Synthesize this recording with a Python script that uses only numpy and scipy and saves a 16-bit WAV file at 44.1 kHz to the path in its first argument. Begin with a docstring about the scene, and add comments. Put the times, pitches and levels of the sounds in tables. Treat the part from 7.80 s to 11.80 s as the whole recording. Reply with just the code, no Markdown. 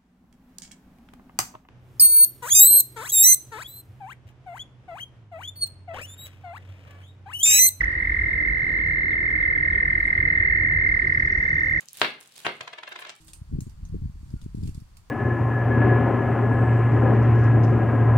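"""Toads at a shallow pond

Two toads trill side by side, each pulse exciting the vocal sac afresh; their unequal rates carry
them in and out of step. A third falls silent at the start, and more trill farther off, blurred by
echoes from reeds and banks. Behind lie distant traffic, the hiss of open air, the ticks and rustle
of a recorder being handled, two faint birds and a high twitter that swells toward the end."""
import sys
import numpy as np
from scipy import signal
from scipy.fft import rfft, irfft
from scipy.io import wavfile
from scipy.ndimage import uniform_filter1d

SR = 44100
rng = np.random.default_rng(int(sys.argv[2]) if len(sys.argv) > 2 else 0)


def bounce(signal):
    """Save signal as a 16-bit WAV file at the path given by the first command-line argument."""
    frames = np.transpose(np.atleast_2d(signal))
    limited = np.clip(frames, -1, 1)
    pcm = np.round(limited * 32767).astype(np.int16)
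    wavfile.write(sys.argv[1], SR, pcm)


N = 176400
T = np.arange(N) / SR
EARS = np.array([[.5], [-.5]])  # splits a left-minus-right difference between the ears


def from_db(db):
    """Amplitude grows tenfold with every 20 dB."""
    return 10 ** (np.asarray(db) / 20)


def unit_rms(x):
    """Dividing by the root mean square gives unit power."""
    return x / np.sqrt(np.mean(x ** 2) + 1e-20)


def curve(rows, at):
    """Linear interpolation of each later column against the first."""
    key, *columns = np.transpose(rows)
    return [np.interp(at, key, c) for c in columns]


def at_hz(rows, hz):
    """Interpolation on a logarithmic frequency axis."""
    frequencies, values = np.transpose(rows)
    return np.interp(np.log(hz), np.log(frequencies), values)


def drift(corner_hz):
    """Low-passed noise gives a random fluctuation of unit power."""
    hop, settle = 40, 2000
    pole = np.exp(-2 * np.pi * corner_hz * hop / SR)
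    white = rng.standard_normal(N // hop + settle + 2)
    slow = signal.lfilter([1], [1, -2 * pole, pole ** 2], white)[settle:]
    return np.interp(np.arange(N) / hop, np.arange(len(slow)), unit_rms(slow))


def bank_echoes(x, t60_s=.39):
    """Scattering off reeds and banks leaves an exponential tail, different at each ear."""
    t = T[:SR]
    tail = rng.standard_normal((2, SR)) * from_db(-60 * t / t60_s) * np.minimum(t / .009, 1)
    wet = signal.fftconvolve(x[None], tail, axes=1)[:, :N]
    return np.array([unit_rms(ear) for ear in wet]) * x.std()


def pulse_clock(rate, first_s, lead_share=1 / np.e, jitter_ms=.071):
    """Integrating the pulse rate gives each pulse's number and the milliseconds from its middle."""
    cycles = np.cumsum(rate) / SR
    cycles -= np.interp(first_s, T, cycles)
    number = np.floor(cycles + lead_share).astype(int)
    return number, 1000 * (cycles - number) / rate + jitter_ms * rng.standard_normal(256)[number]


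def vocal_sac(rates, levels, pulse, overtones, first_s, pan_db, lead_rad, echo_db, overtone_db=0):
    """Each pulse excites an almost pure tone; its harmonics sound as they slide through resonances."""
    number, ms = pulse_clock(curve(rates, T)[0], first_s)
    detune, strength_db, stretch, sag = rng.standard_normal((256, 4))[number].T  # no two pulses alike
    length, tuning, sag_hz_per_ms = 1 + .045 * stretch, 1 + .006 * detune, 3 * sag
    own_ms = ms / length
    grid_ms = np.linspace(-16, 16, 1601)
    hz, shape_db = curve(pulse, grid_ms)
    swell = from_db(shape_db) * (grid_ms > pulse[0][0]) * (grid_ms < pulse[-1][0])
    swell = uniform_filter1d(uniform_filter1d(swell, size=100), size=70)
    envelope = np.interp(own_ms, grid_ms, swell) * from_db(curve(levels, T)[0] + strength_db)
    turns = np.cumsum(hz) * (grid_ms[1] - grid_ms[0]) / 1000
    turns -= turns[len(turns) // 2]
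    phase = 2 * np.pi * np.interp(own_ms, grid_ms, turns) * length * tuning
    phase -= np.pi * sag_hz_per_ms * ms ** 2 / 1000
    phase = phase + lead_rad * EARS
    pitch = np.interp(own_ms, grid_ms, hz)
    tone, rough_rad = np.sin(phase), .2 * drift(120)
    for multiple, db, centre, width in overtones:
        resonance = np.exp(-((multiple * pitch - centre) / width) ** 2 / 2)
        tone += from_db(db + overtone_db) * resonance * np.sin(multiple * (phase + rough_rad))
    voice = envelope * tone
    return voice * from_db(pan_db * EARS) + from_db(echo_db) * bank_echoes(voice[0])


# Pace of each trill. Each row: time in seconds, pulses per second.
HIGH_RATE = [(0, 44.64), (.12, 44.64), (.45, 42.21), (.8, 41.55), (1.4, 40.41), (2.3, 39.74), (2.42, 38.98),
             (2.5, 39.95), (3.2, 38.67), (4, 38.21)]
LOW_RATE = [(0, 41.72), (0.5, 41.22), (1.1, 41.09), (1.8, 40.51), (2.3, 40.34), (2.7, 40.37), (3.4, 39.77),
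            (3.7, 38.71), (4, 39.19)]
RASPY_RATE = [(0, 33), (4, 33)]
# Loudness of each trill. Each row: time in seconds, relative level in dB.
HIGH_LEVEL = [(0.031, -42), (.07, -26), (0.301, -18), (.8, -18.5), (1.499, -18), (2.099, -17.5),
              (2.499, -16.5), (3.102, -16), (3.5, -19), (4, -17.5)]
LOW_LEVEL = [(0, -22), (0.499, -23), (1.4, -21.5), (1.802, -18.5), (2.049, -18), (2.251, -21), (2.599, -17),
             (3.199, -19.5), (4, -19)]
RASPY_LEVEL = [(0, -13.5), (0.05, -13.5), (.06, -120)]
# A pulse, sagging as it closes. Each row: time from its middle in ms, pitch in Hz, relative level in dB.
HIGH_PULSE = [(-8, 2080, -21), (-3.5, 2075, 0.5), (0, 2090.4, 0), (5, 2069, -6), (5.5, 1960, -15.5),
              (6.5, 1600, -33), (15.5, 1300, -47.5)]
LOW_PULSE = [(-5, 1700, -24), (-3, 1920, 1.5), (-1, 1885, 6), (2, 1864, 3.5), (5, 1813, -2),
             (7, 1636, -14.5), (8.5, 1320, -18.5), (11.5, 1220, -26), (16, 1250, -42)]
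RASPY_PULSE = [(-6, 2020, -22), (-2.5, 2050, 0), (2, 2020, -2), (5, 1850, -7), (8, 1500, -16),
               (10.5, 1130, -22), (13, 1000, -42)]
# Resonances. Each row: harmonic number, relative level in dB, centre in Hz, half-width in Hz.
HIGH_RESONANCES = [(2, -45.5, 4060, 57)]
LOW_RESONANCES = [(3, -56, 5400, 200), (5, -49, 9030, 270)]
RASPY_RESONANCES = [(3, -22, 5400, 400), (6, -41, 12300, 300)]
# Strength of the overtones. Each row: time in seconds, gain in dB.
HIGH_SHEEN = [(0, -2), (1.5, 2), (2.6, 0.5), (4, -4)]
LOW_SHEEN = [(0, 1.5), (2, -2.5), (2.7, -2), (3.4, 2.5), (4, 1)]


def near_toads():
    """Two pulse trains of unequal rate slide in and out of step; a raspier third stops almost at once."""
    high = vocal_sac(HIGH_RATE, HIGH_LEVEL, HIGH_PULSE, HIGH_RESONANCES, first_s=.0063,
                     pan_db=-5.5, lead_rad=-1.08, echo_db=-20, overtone_db=curve(HIGH_SHEEN, T)[0])
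    low = vocal_sac(LOW_RATE, LOW_LEVEL, LOW_PULSE, LOW_RESONANCES, first_s=.0105,
                    pan_db=-2, lead_rad=2.266, echo_db=-18, overtone_db=curve(LOW_SHEEN, T)[0])
    raspy = vocal_sac(RASPY_RATE, RASPY_LEVEL, RASPY_PULSE, RASPY_RESONANCES, first_s=.012,
                      pan_db=-5.5, lead_rad=-1.25, echo_db=-20.5)
    return high + low + raspy


def trill(hz, rate, first_s, pulse_ms):
    """Amplitude modulation: a raised-cosine envelope and a carrier phase that restart with each pulse."""
    _, ms = pulse_clock(rate * (1 + .01 * drift(.5)), first_s, lead_share=.5)
    swell = np.cos(np.pi * np.clip(ms / pulse_ms, -.5, .5)) ** 2
    return swell, 2 * np.pi * hz * ms / 1000


# Distant trills. Each row: pitch in Hz, pulses per second, level in dB.
FAR_TRILLS = [(1685, 40, -48.5), (1850, 43, -37.5), (1910, 34, -36), (2034, 37, -39)]


def far_toads():
    """Far from a source the reverberant field dominates, so these trills arrive as echoes alone."""
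    voices = 0
    for hz, rate, db in FAR_TRILLS:
        swell, phase = trill(hz, rate, 0, pulse_ms=14)
        voices += from_db(db) * unit_rms(swell * np.sin(phase))
    return bank_echoes(voices)


# Trills at middle distance.
# Each row: pitch in Hz, pulses per second, start and end in seconds, level in dB, octave's level in dB.
BRIGHT_TRILLS = [(1836, 38, 0, 1.6, -44, -63.5), (2027, 33.6, 0.6, 1.4, -42.5, -59),
                 (1797, 37.4, 3.5, 4.6, -41, -60.5)]


def bright_toads(fade_s=.15, rough_rad=.55):
    """Random modulation of level and phase makes the octave of each trill rasp."""
    voices = 0
    for hz, rate, start, end, db, octave_db in BRIGHT_TRILLS:
        swell, phase = trill(hz, rate, start, pulse_ms=21)
        calling = np.clip(np.minimum(T - start, end - T) / fade_s, 0, 1)
        octave = from_db(octave_db + 2 * drift(17)) * np.sin(2 * phase + rough_rad * drift(200))
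        voices += calling * swell * (from_db(db) * np.sin(phase) + octave)
    return voices + from_db(-5.5) * bank_echoes(voices)


# Likeness of the noise at the two ears. Each row: frequency in Hz, correlation coefficient.
COHERENCE = [(40, 0.98), (100, 1), (200, 0.89), (400, 0.81), (800, 0.45), (1500, 0.039), (4000, 0.043),
             (15000, 0.035)]


def to_ears(mid, side, hz):
    """Interaural coherence: low frequencies reach both ears alike, high ones almost independently."""
    alike = np.clip(at_hz(COHERENCE, hz), -1, 1)
    return np.sqrt(1 + alike) * mid + np.sqrt(1 - alike) * side * [[1], [-1]]


def banded_noise(spectrum, flicker_db):
    """Third-octave bands of stereo noise fluctuate independently in level."""
    noise, edges = 0, 20 * 2 ** np.arange(0, 9.8, 1 / 3)
    white = rng.standard_normal((2, 2, N))
    for k, (low, high) in enumerate(zip(edges, edges[1:])):
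        if high < spectrum[0][0] or low > spectrum[-1][0]:
            continue
        band = signal.butter(2, [low, high], "band", fs=SR, output="sos")
        mid, side = signal.sosfilt(band, white[k % 2])
        hz = np.sqrt(low * high)
        noise += from_db(at_hz(spectrum, hz) + flicker_db * drift(10)) * to_ears(mid, side, hz)
    return unit_rms(noise)


def drone(hz, width_hz):
    """Narrow-band noise is heard as a tone that wavers in level and pitch."""
    phase = 2 * np.pi * hz * T
    return unit_rms(drift(width_hz) * np.cos(phase) + drift(width_hz) * np.sin(phase))


# Engine tones. Each row: frequency in Hz, width in Hz, starting level in dB, rise in dB per second.
ENGINE_DRONES = [(144.6, 6, -49, 2), (306.5, 18, -48.5, -0.5), (526, 8.5, -62, -1.06)]
# Colour of the rumble. Each row: frequency in Hz, relative spectral density in dB.
RUMBLE_SPECTRUM = [(28, -19.5), (42, -8), (62, -5.5), (88, 2), (118, -9), (160, -9.5), (212, -16.5),
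                   (257, -16.5), (310, -15.5), (400, -17), (690, -29), (1000, -36)]
# Swell of the rumble and of the throb beneath it. Each row: time in seconds, relative level in dB.
RUMBLE_LEVEL = [(0.0, -40), (0.07, -39.5), (1.16, -36.5), (2.34, -37.5), (2.36, -35.5), (4.0, -36.5)]
THROB_LEVEL = [(0, -31.5), (.8, -34), (1.1, -37.5), (1.8, -39.5), (2.4, -34), (3, -35), (4, -35)]


def traffic():
    """Distant traffic superposes broadband rumble, a deep throb and narrow-band engine drones."""
    engines = sum(from_db(db + rise * T) * drone(hz, width) for hz, width, db, rise in ENGINE_DRONES)
    throb = from_db(curve(THROB_LEVEL, T)[0]) * drone(hz=51.54, width_hz=11)
    rumble = from_db(curve(RUMBLE_LEVEL, T)[0] + 1) * banded_noise(RUMBLE_SPECTRUM, flicker_db=2)
    low_cut = signal.butter(6, 37, "high", fs=SR, output="sos")
    return signal.sosfilt(low_cut, rumble * from_db(-1.2 * EARS) + throb + engines)


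def smooth_noise(spectrum):
    """Stationary stereo noise, shaped in the frequency domain so that steep edges survive."""
    hz = np.maximum(np.arange(N // 2 + 1) * SR / N, 1)
    mid, side = rfft(rng.standard_normal((2, N)))
    gain = from_db(at_hz(spectrum, hz)) * (hz > spectrum[0][0] / 2)
    return unit_rms(irfft(gain * to_ears(mid, side, hz), N))


# Colour of the open air. Each row: frequency in Hz, relative spectral density in dB.
AIR_SPECTRUM = [(600, -12), (900, -3.5), (1500, 1), (2200, -4), (2600, -8), (3200, -14), (4050, -12.5),
                (4400, -17), (5600, -20.5), (6100, -26.5), (6500, -35), (7600, -37.5), (8300, -25.5),
                (9600, -25.5), (10500, -37.5), (16000, -35.5)]


def open_air(level_db=-49.5):
    """Steady broadband hiss sets the ambient noise floor."""
    return from_db(level_db) * smooth_noise(AIR_SPECTRUM)


# Faint, high ticks of handling. 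Each row: start in seconds, relative level in dB.
HANDLING_TICKS = [(.114, -44.5), (.195, -56), (0.291, -56.5), (1.075, -57), (1.27, -61.5), (1.312, -50.5),
                  (1.74, -60), (1.851, -52), (2.145, -60), (2.2, -54), (2.268, -50), (2.505, -62),
                  (3.654, -52), (3.685, -55)]
# Swell of a thin rustle. Each row: time in seconds, relative level in dB.
RUSTLE_LEVEL = [(.05, -84), (.12, -76), (.5, -86), (1, -82), (1.25, -82.5), (1.5, -91), (1.78, -80.5),
                (2.08, -83.5), (2.25, -71), (2.4, -87.5), (3.35, -85.5), (3.8, -68.5), (4, -69)]
# Colour of both. Each row: frequency in Hz, relative spectral density in dB.
HANDLING_SPECTRUM = [(4000, -1.5), (6500, -2), (9000, -0.5), (15500, 1), (18000, -10)]


def handling_noise(decay_s=.003, pan_db=-8.5):
    """Handling the recorder makes bright noise: exponentially decaying ticks over a thin rustle."""
    ticks = sum(from_db(db - 9) * (T >= s) * np.exp(-np.abs(T - s) / decay_s)
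                for s, db in HANDLING_TICKS)
    rustle = from_db(curve(RUSTLE_LEVEL, T)[0] + 2 * drift(60))
    return (ticks + rustle) * banded_noise(HANDLING_SPECTRUM, flicker_db=-5) * from_db(pan_db * EARS)


# One bird's slurred notes and another's run of chirps.
# Each row: middle of the note in seconds, top pitch in Hz, level in dB.
BIRD_SLURS = [(1.0, 3900, -62.5), (1.315, 4440, -55), (1.5, 3770, -64), (1.625, 4320, -57),
              (1.78, 3790, -61.5), (1.93, 4230, -57.5), (2.24, 4700, -60), (2.39, 3660, -64),
              (2.57, 4350, -61.5)]
BIRD_CHIRPS = [(3.09, 5500, -56), (3.15, 5600, -57), (3.215, 5400, -58), (3.28, 5900, -55.5),
               (3.34, 6100, -55), (3.40, 6260, -53.5), (3.462, 6580, -54.5), (3.523, 6800, -55),
               (3.583, 6900, -58), (3.638, 7000, -57.5), (3.695, 7100, -57.5), (3.748, 7100, -60.5),
               (3.802, 6700, -57), (3.856, 7200, -63.5)]


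def bird(notes, length_s, fall, echo_db, t60_s):
    """Frequency modulation: each short whistle quavers as it glides down, trailed by its echoes."""
    song, quaver = np.zeros(N), 1 + .015 * drift(150)
    for middle, top_hz, db in notes:
        inside = np.abs(T - middle) < length_s / 2
        progress = (T[inside] - middle) / length_s + .5
        hz = top_hz * (1 - fall * progress) * quaver[inside]
        song[inside] += from_db(db) * np.sin(np.pi * progress) * np.sin(2 * np.pi * np.cumsum(hz) / SR)
    return song + from_db(echo_db) * bank_echoes(song, t60_s)


# Colour of the twitter. Each row: frequency in Hz, relative spectral density in dB.
TWITTER_SPECTRUM = [(4200, -13), (4700, -2), (6000, -0.5), (6700, -5), (7400, -18.5), (8500, -45)]
# Its swell. Each row: time in seconds, level in dB.
TWITTER_LEVEL = [(0, -92), (2.7, -85), (3.1, -75), (3.5, -72.5), (4, -64.5)]


def twitter():
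    """Band-limited noise swells behind the chirps and is heard as a high, blurred twitter."""
    return from_db(curve(TWITTER_LEVEL, T)[0]) * smooth_noise(TWITTER_SPECTRUM)


def scene():
    """Superposition: the toads in front add to everything behind them."""
    toads = near_toads() + far_toads() + bright_toads()
    background = traffic() + open_air() + handling_noise()
    slurs = bird(BIRD_SLURS, length_s=.06, fall=.34, echo_db=0, t60_s=.45)
    chirps = bird(BIRD_CHIRPS, length_s=.02, fall=.38, echo_db=1, t60_s=.9)
    return toads + background + slurs + chirps + twitter()


def record(dry):
    """A steep low-pass filter limits the bandwidth; both ends fade within a few milliseconds."""
    cutoff_hz, fade_s = 15850, .004
    fade = np.clip(np.minimum(T, T[-1] - T) / fade_s, 0, 1)
    low_pass = signal.ellip(12, .1, 80, cutoff_hz, fs=SR, output="sos")
    return signal.sosfilt(low_pass, dry * np.sin(fade * np.pi / 2) ** 2)


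dry = scene()
out = record(dry)
bounce(out)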